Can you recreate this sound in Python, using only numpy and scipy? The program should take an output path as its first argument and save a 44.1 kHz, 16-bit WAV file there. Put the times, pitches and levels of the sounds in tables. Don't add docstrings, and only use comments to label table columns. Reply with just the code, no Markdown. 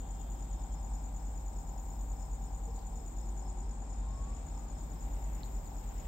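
import sys
import numpy as np
from scipy import signal
from scipy.fft import rfft, irfft
from scipy.io import wavfile

SR = 44100
rng = np.random.default_rng(int(sys.argv[2]) if len(sys.argv) > 2 else 0)


def persist_wave(psi):
    counts = np.round(np.clip(psi, -1, 1) * 32767).astype(np.int16)
    wavfile.write(sys.argv[1], SR, np.atleast_2d(counts).T)


N = 267930
TIME = np.arange(N) / SR

# first t/s, last t/s, chirps, level/dB
NEAR_RUNS = [(.004, 1.905, 19, -47.5), (2.012, 2.871, 9, -48.2), (2.976, 3.606, 7, -47.3),
             (3.713, 3.931, 3, -49.3), (4.004, 4.108, 2, -52.5), (4.242, 4.368, 2, -48.3),
             (4.487, 6.001, 15, -48.5)]
# delay/s, level/dB
WALL_ECHOES = [(.0042, -10), (0.0132, -9), (.029, -13)]
# first t/s, last t/s, chirps, level/dB
SLIDING_RUNS = [(.021, .69, 8, -66.5), (.798, .9, 2, -65), (1.025, 2.131, 12, -67.5),
                (2.256, 3.073, 9, -66.5), (3.215, 3.733, 6, -65.5), (3.95, 4.4, 5, -73),
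                (4.514, 5.258, 8, -67), (5.355, 6.039, 8, -67)]
# first t/s, last t/s, bursts, level/dB
LOW_RUNS = [(.153, .395, 2, -66), (.565, .945, 3, -64.3), (1.2, 1.925, 5, -65), (2.197, 2.966, 4, -63.7),
            (3.205, 3.435, 2, -61.5), (3.665, 4.147, 3, -65), (4.338, 5.38, 6, -64.8),
            (5.555, 5.98, 3, -64)]
# t/s from the third stroke, level/dB
BURST_STROKES = [(-.062, -4), (-.031, -1.5), (0, 1), (.032, 1)]
# f/Hz, density/dB
CHORUS_SPECTRUM = [(6000, -31.5), (6450, -7.5), (6750, 3), (7150, 6), (7350, 6), (7550, 6.5), (7900, -1.5),
                   (8300, -5), (8600, -22), (9300, -22.5)]
TRILL_SPECTRUM = [(3300, -27), (3600, 5), (3720, 12), (3850, -9.5), (4400, -18), (4700, -27)]
BUZZ_SPECTRUM = [(9500, -26), (11800, -30), (12200, -10), (13400, -0.5), (14500, -0.5), (15000, -24),
                 (15800, -1)]
# t/s, level/dB
BUZZ_LEVEL = [(0.0, -73), (0.05, -76), (0.24, -72.5), (0.64, -76), (1.74, -73), (1.83, -70.5), (2.3, -74),
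              (3.3, -75), (3.57, -80), (4.03, -83), (4.64, -75), (4.7, -80), (4.84, -72.5), (5.52, -69),
              (5.55, -71), (6.08, -69.5)]

# t/s, f/Hz
FIRING_RATE = [(0, 40.24), (2.2, 40.24), (2.6, 40.48), (3.1, 40.28), (3.7, 40.24), (4.1, 40.07),
               (6.08, 40.09)]
# multiple of the firing rate, level/dB
DRONE_PARTIALS = [(1, -46), (2, -59), (3, -65.5), (4, -62), (5.5, -63), (6, -68.5), (7, -66.5)]
# f/Hz, nominal width/Hz, level/dB
CASING_MODES = [(631, 130, -18), (785.4, 74.6, 3), (827.4, 22.7, 0), (919, 23.7, -1), (1008, 29.5, -6.5)]
# t/s, level/dB
CASING_LEVEL = [(0.06, -57.5), (0.21, -59), (0.28, -67), (0.29, -59), (1.13, -56.5), (1.39, -62),
                (1.58, -57), (2.61, -55.5), (3.06, -59), (3.08, -62.5), (3.4, -56.5), (4.48, -61.5),
                (4.58, -56.5), (5.0, -65), (5.03, -57.5), (6.05, -62.5)]
HUM_LEVEL = [(0.0, -41.5), (0.86, -38.5), (1.91, -41.5), (1.98, -38), (2.71, -39), (3.08, -47.5),
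             (3.22, -38.5), (3.89, -39.5), (4.03, -36), (4.48, -43), (5.14, -38), (5.58, -39.5),
             (5.67, -49), (5.74, -39), (5.96, -44), (6.08, -43)]

# start t/s, end t/s, level/dB, f/Hz, width/Hz
CLOTH_RUBS = [(.24, .33, -81.5, 9100, 250), (0.295, .45, -80, 9980, 350), (2.72, 2.9, -73, 4200, 2400),
              (4.2, 4.55, -73, 2150, 1500), (4.904, 5.693, -68.5, 1860, 1770), (5.7, 6.4, -67, 1870, 2300)]
# t/s, level/dB, f/Hz, width/Hz
RULER_TICKS = [(5.433, -39.5, 4100, 900), (5.665, -53, 4300, 1200)]
# start t/s, end t/s, start f/Hz, end f/Hz, level/dB, L-R/dB, flutter/dB
FAR_TONES = [(-.2, .8, 2832, 2820, -86, 0, 4), (-.2, .9, 3200, 3180, -80, 6, 4),
             (-.2, 0.865, 3550, 3530, -82, -9, 3.5), (2.536, 3.09, 464, 464, -64.5, 3, 4.5),
             (3, 3.8, 330.5, 397, -63, 3, 2.5), (3.597, 4.352, 85.7, 96.3, -58.5, 0, 3),
             (4.002, 4.699, 59.9, 71.8, -49.5, 1, 0), (3.991, 4.399, 1038, 1152, -62.5, 5, 2.5),
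             (4.363, 4.802, 1148, 1255, -74, 6, 0)]
# f/Hz, density/dB
RUMBLE_SPECTRUM = [(20, -24), (30, -44), (38, 3.5), (52, 3), (62, 1.5), (80, -4.5), (110, -9.5), (160, -10),
                   (240, -14), (320, -17), (600, -31), (1500, -54)]
AIR_SPECTRUM = [(200, -5.5), (400, -0.5), (700, 2.5), (1000, 0), (1250, -7), (1900, -14), (2450, -15),
                (2800, -19.5), (3300, -18), (4700, -21.5), (6200, -27.5), (8400, -19), (9500, -42.5),
                (11500, -33), (16000, -59)]
# t/s, rumble level/dB, air level/dB
BACKGROUND_LEVEL = [(0, -50, -70), (2.8, -51, -71), (4.2, -49.5, -69.5), (4.7, -49.7, -69),
                    (5.3, -47.5, -69.5), (6.08, -49, -69)]
# f/Hz, left-right likeness (1 or more is fully alike)
STEREO_LIKENESS = [(50, 2.5), (130, 1.1), (260, 0.67), (500, 0.5), (1000, 0), (3000, 0), (15000, 0)]
# f/Hz, L-R/dB
STEREO_BALANCE = [(50, -1.3), (120, 1.5), (380, -2.5), (600, 5), (900, 1), (1300, -1), (2400, 3.5),
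                  (4400, 5), (6200, 15.5), (7300, 0), (8000, 9), (8800, 9), (14000, 9)]


def near_cricket(pulse_gap_s=.018, weaker_db=-3.6, uneven_db=1.3):
    times, closing_db = chirps(NEAR_RUNS, spread_db=.2)
    opening_db = closing_db + weaker_db + uneven_db * rng.standard_normal(len(times))
    song = wing_strokes(np.r_[times - pulse_gap_s, times], np.r_[opening_db, closing_db],
                        length_s=.0105, start_hz=7160, end_hz=6700, wander=.002)
    echoes = sum(from_db(db) * delayed(song, delay_s) for delay_s, db in WALL_ECHOES)
    blur = from_db(-6) * scatter(song, t60=.15) * pan(10)
    return from_db(-5) * from_left(song + echoes) * pan(15.5) + blur


def sliding_cricket():
    times, level_db = chirps(SLIDING_RUNS, spread_db=.5)
    song = wing_strokes(times + .0022, level_db, length_s=.041, start_hz=8820, end_hz=7110, wander=.016)
    direct = from_db(-3) * from_left(song) * pan(10)
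    return direct + from_db(4.5) * scatter(song, t60=.24) * pan(6)


def low_cricket(trail_db=-6):
    burst_times, burst_db = chirps(LOW_RUNS, spread_db=1)
    offsets, stroke_db = np.transpose(BURST_STROKES)
    times = (burst_times[:, None] + offsets).ravel()
    levels_db = (burst_db[:, None] + stroke_db).ravel() + rng.standard_normal(len(times))
    song = wing_strokes(times, levels_db, length_s=.018, start_hz=5480, end_hz=5130, wander=.004)
    trail = wing_strokes(times + .008, levels_db + trail_db,
                         length_s=.014, start_hz=5400, end_hz=4850, wander=.006)
    direct = from_db(-4) * from_left(song) * pan(11)
    return direct + from_db(-.5) * scatter(song + trail, t60=.63) * pan(3.3)


def chirps(runs, spread_db):
    times = np.concatenate([np.linspace(first, last, count) for first, last, count, _ in runs])
    level_db = np.concatenate([np.full(count, db) for _, _, count, db in runs])
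    return times, level_db + spread_db * rng.standard_normal(len(times))


def wing_strokes(times, levels_db, length_s, start_hz, end_hz, wander):
    out = np.zeros(N)
    chances = rng.standard_normal((len(times), 2))
    for t, db, (detune, phase) in zip(times, levels_db, chances):
        span = np.arange(max(0, int((t - length_s / 2) * SR)), min(N, int((t + length_s / 2) * SR)))
        progress = (span / SR - t) / length_s + .5
        hz = (start_hz + (end_hz - start_hz) * progress) * (1 + wander * detune)
        swell = np.sin(np.pi * progress) ** 2
        out[span] += from_db(db) * swell * np.sin(2 * np.pi * (np.cumsum(hz) / SR + phase))
    return out


def far_insects(beat_hz=106.4, beat_depth=.17):
    buzz_db, = in_time(BUZZ_LEVEL)
    beat = 1 + beat_depth * np.sin(2 * np.pi * beat_hz * TIME)
    chorus = from_db(-61.5 + 1.7 * drift(32)) * diffuse_noise(CHORUS_SPECTRUM)
    trill = from_db(-84 + 4 * drift(7.5)) * diffuse_noise(TRILL_SPECTRUM)
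    buzz = from_db(buzz_db + 2.5) * beat * diffuse_noise(BUZZ_SPECTRUM)
    return chorus + trill + buzz


def slow_engine(uneven=.17, rattle=.16):
    firing_hz, = in_time(FIRING_RATE)
    casing_db, = in_time(CASING_LEVEL)
    cycles = np.cumsum(firing_hz) / SR + .1716
    drone = np.zeros(N)
    for order, db in DRONE_PARTIALS:
        amplitude = from_db(db + 1.23 * drift(5.7)) * np.sqrt(2)
        drone += amplitude * np.cos(2 * np.pi * order * (cycles + .0065 * drift(1.8)))
    firings = np.diff(np.floor(cycles), prepend=0)
    alternation = 1 + uneven * np.cos(np.pi * cycles)
    knocks = firings * alternation * from_db(1.8 * drift(29))
    clatter = rng.standard_normal((2, N)) * np.exp(-(cycles % 1) / .5)
    drive = unit_rms(knocks) + rattle * unit_rms(clatter)
    casing = sum(from_db(db) * resonate(drive, hz, .92 * width) for hz, width, db in CASING_MODES)
    return drone * pan(1.5) + from_db(casing_db - .65) * unit_rms(casing) * pan(5.1)


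def fast_engine(hum_hz=49.75):
    hum_db, = in_time(HUM_LEVEL)
    cycles = hum_hz * TIME + .098 + .045 * drift(1.2)
    return from_db(hum_db - .4) * np.sqrt(2) * np.cos(2 * np.pi * cycles) * pan(1.28)


def cloth_rubs(grain_db=3):
    out = np.zeros((2, N))
    for start, end, db, hz, width_hz in CLOTH_RUBS:
        swell = np.sin(np.pi * np.clip((TIME - start) / (end - start), 0, 1))
        friction = resonate(rng.standard_normal((2, N)), hz, width_hz)
        out += from_db(db + grain_db * drift(60)) * swell * unit_rms(friction)
    return out * pan(3)


def ruler_ticks(band_hz=(2800, 4800)):
    ticks = np.zeros(N)
    for t, db, hz, width_hz in RULER_TICKS:
        touch = np.zeros(N)
        touch[int(t * SR)] = 1
        ring = resonate(touch, hz, width_hz)
        ticks += from_db(db) * ring / np.abs(ring).max()
    direct = signal.sosfilt(signal.butter(2, band_hz, "band", fs=SR, output="sos"), ticks)
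    return direct + from_db(-6) * scatter(direct, t60=.19)


def far_tones(waver_hz=7):
    out = np.zeros((2, N))
    for start, end, start_hz, end_hz, db, left_db, flutter_db in FAR_TONES:
        progress = np.clip((TIME - start) / (end - start), 0, 1)
        hz = start_hz + (end_hz - start_hz) * progress + waver_hz * drift(25)
        swell = np.sqrt(4 * progress * (1 - progress)) * from_db(flutter_db * drift(22))
        tone = np.sqrt(2) * np.sin(2 * np.pi * np.cumsum(hz) / SR)
        out += from_db(db) * swell * tone * pan(left_db)
    return out


def room_tone():
    rumble_db, air_db = in_time(BACKGROUND_LEVEL)
    rumble = from_db(rumble_db + 3) * diffuse_noise(RUMBLE_SPECTRUM)
    air = from_db(air_db + 13.5) * diffuse_noise(AIR_SPECTRUM)
    return rumble + air


def diffuse_noise(spectrum):
    hz = np.fft.rfftfreq(N, 1 / SR)
    mid, side = rfft(rng.standard_normal((2, N)))
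    alike = np.clip(at_hz(STEREO_LIKENESS, hz), -1, 1)
    stereo = np.sqrt(1 + alike) * mid + np.sqrt(1 - alike) * side * [[1], [-1]]
    in_band = (hz > spectrum[0][0] / 2) & (hz < spectrum[-1][0])
    colour = in_band * from_db(at_hz(spectrum, hz))
    return unit_rms(irfft(stereo * colour * pan(at_hz(STEREO_BALANCE, hz)), N))


def scatter(x, t60):
    t = TIME[:SR // 2]
    tail = rng.standard_normal((2, len(t))) * from_db(-60 * t / t60)
    tail /= np.sqrt(np.sum(tail ** 2, axis=1, keepdims=True))
    return signal.fftconvolve(x[None], tail, axes=1)[:, :N]


def from_left(x, lag_s=.00041):
    return np.array([x, delayed(x, lag_s)])


def delayed(x, delay_s):
    return np.interp(TIME - delay_s, TIME, x, left=0)


def pan(left_db):
    return from_db(np.array([[.5], [-.5]]) * left_db)


def resonate(x, hz, width_hz):
    r = np.exp(-np.pi * width_hz / SR)
    b = np.array([1, 0, -1]) * (1 - r * r) / 2
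    a = [1, -2 * r * np.cos(2 * np.pi * hz / SR), r * r]
    for _ in range(2):
        x = signal.lfilter(b, a, x + 1e-18)
    return x


def drift(rate_hz):
    hz = np.fft.rfftfreq(N, 1 / SR)
    return unit_rms(irfft(rfft(rng.standard_normal(N)) / (1 + (hz / rate_hz) ** 2), N))


def in_time(rows):
    times, *columns = np.transpose(rows)
    return [np.interp(TIME, times, column) for column in columns]


def at_hz(rows, hz):
    row_hz, values = np.transpose(rows)
    return np.interp(np.log(hz + 1), np.log(row_hz), values)


def from_db(db):
    return 10 ** (np.asarray(db) / 20)


def unit_rms(x):
    return x / np.sqrt(np.mean(x ** 2) + 1e-20)


def scene():
    insects = near_cricket() + sliding_cricket() + low_cricket() + far_insects()
    work_table = cloth_rubs() + ruler_ticks()
    engines = slow_engine() + fast_engine()
    return insects + engines + work_table + room_tone() + far_tones()


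def record(dry):
    return signal.sosfilt(signal.ellip(12, .1, 90, 15750, fs=SR, output="sos"), dry)


dry = scene()
out = record(dry)
persist_wave(out)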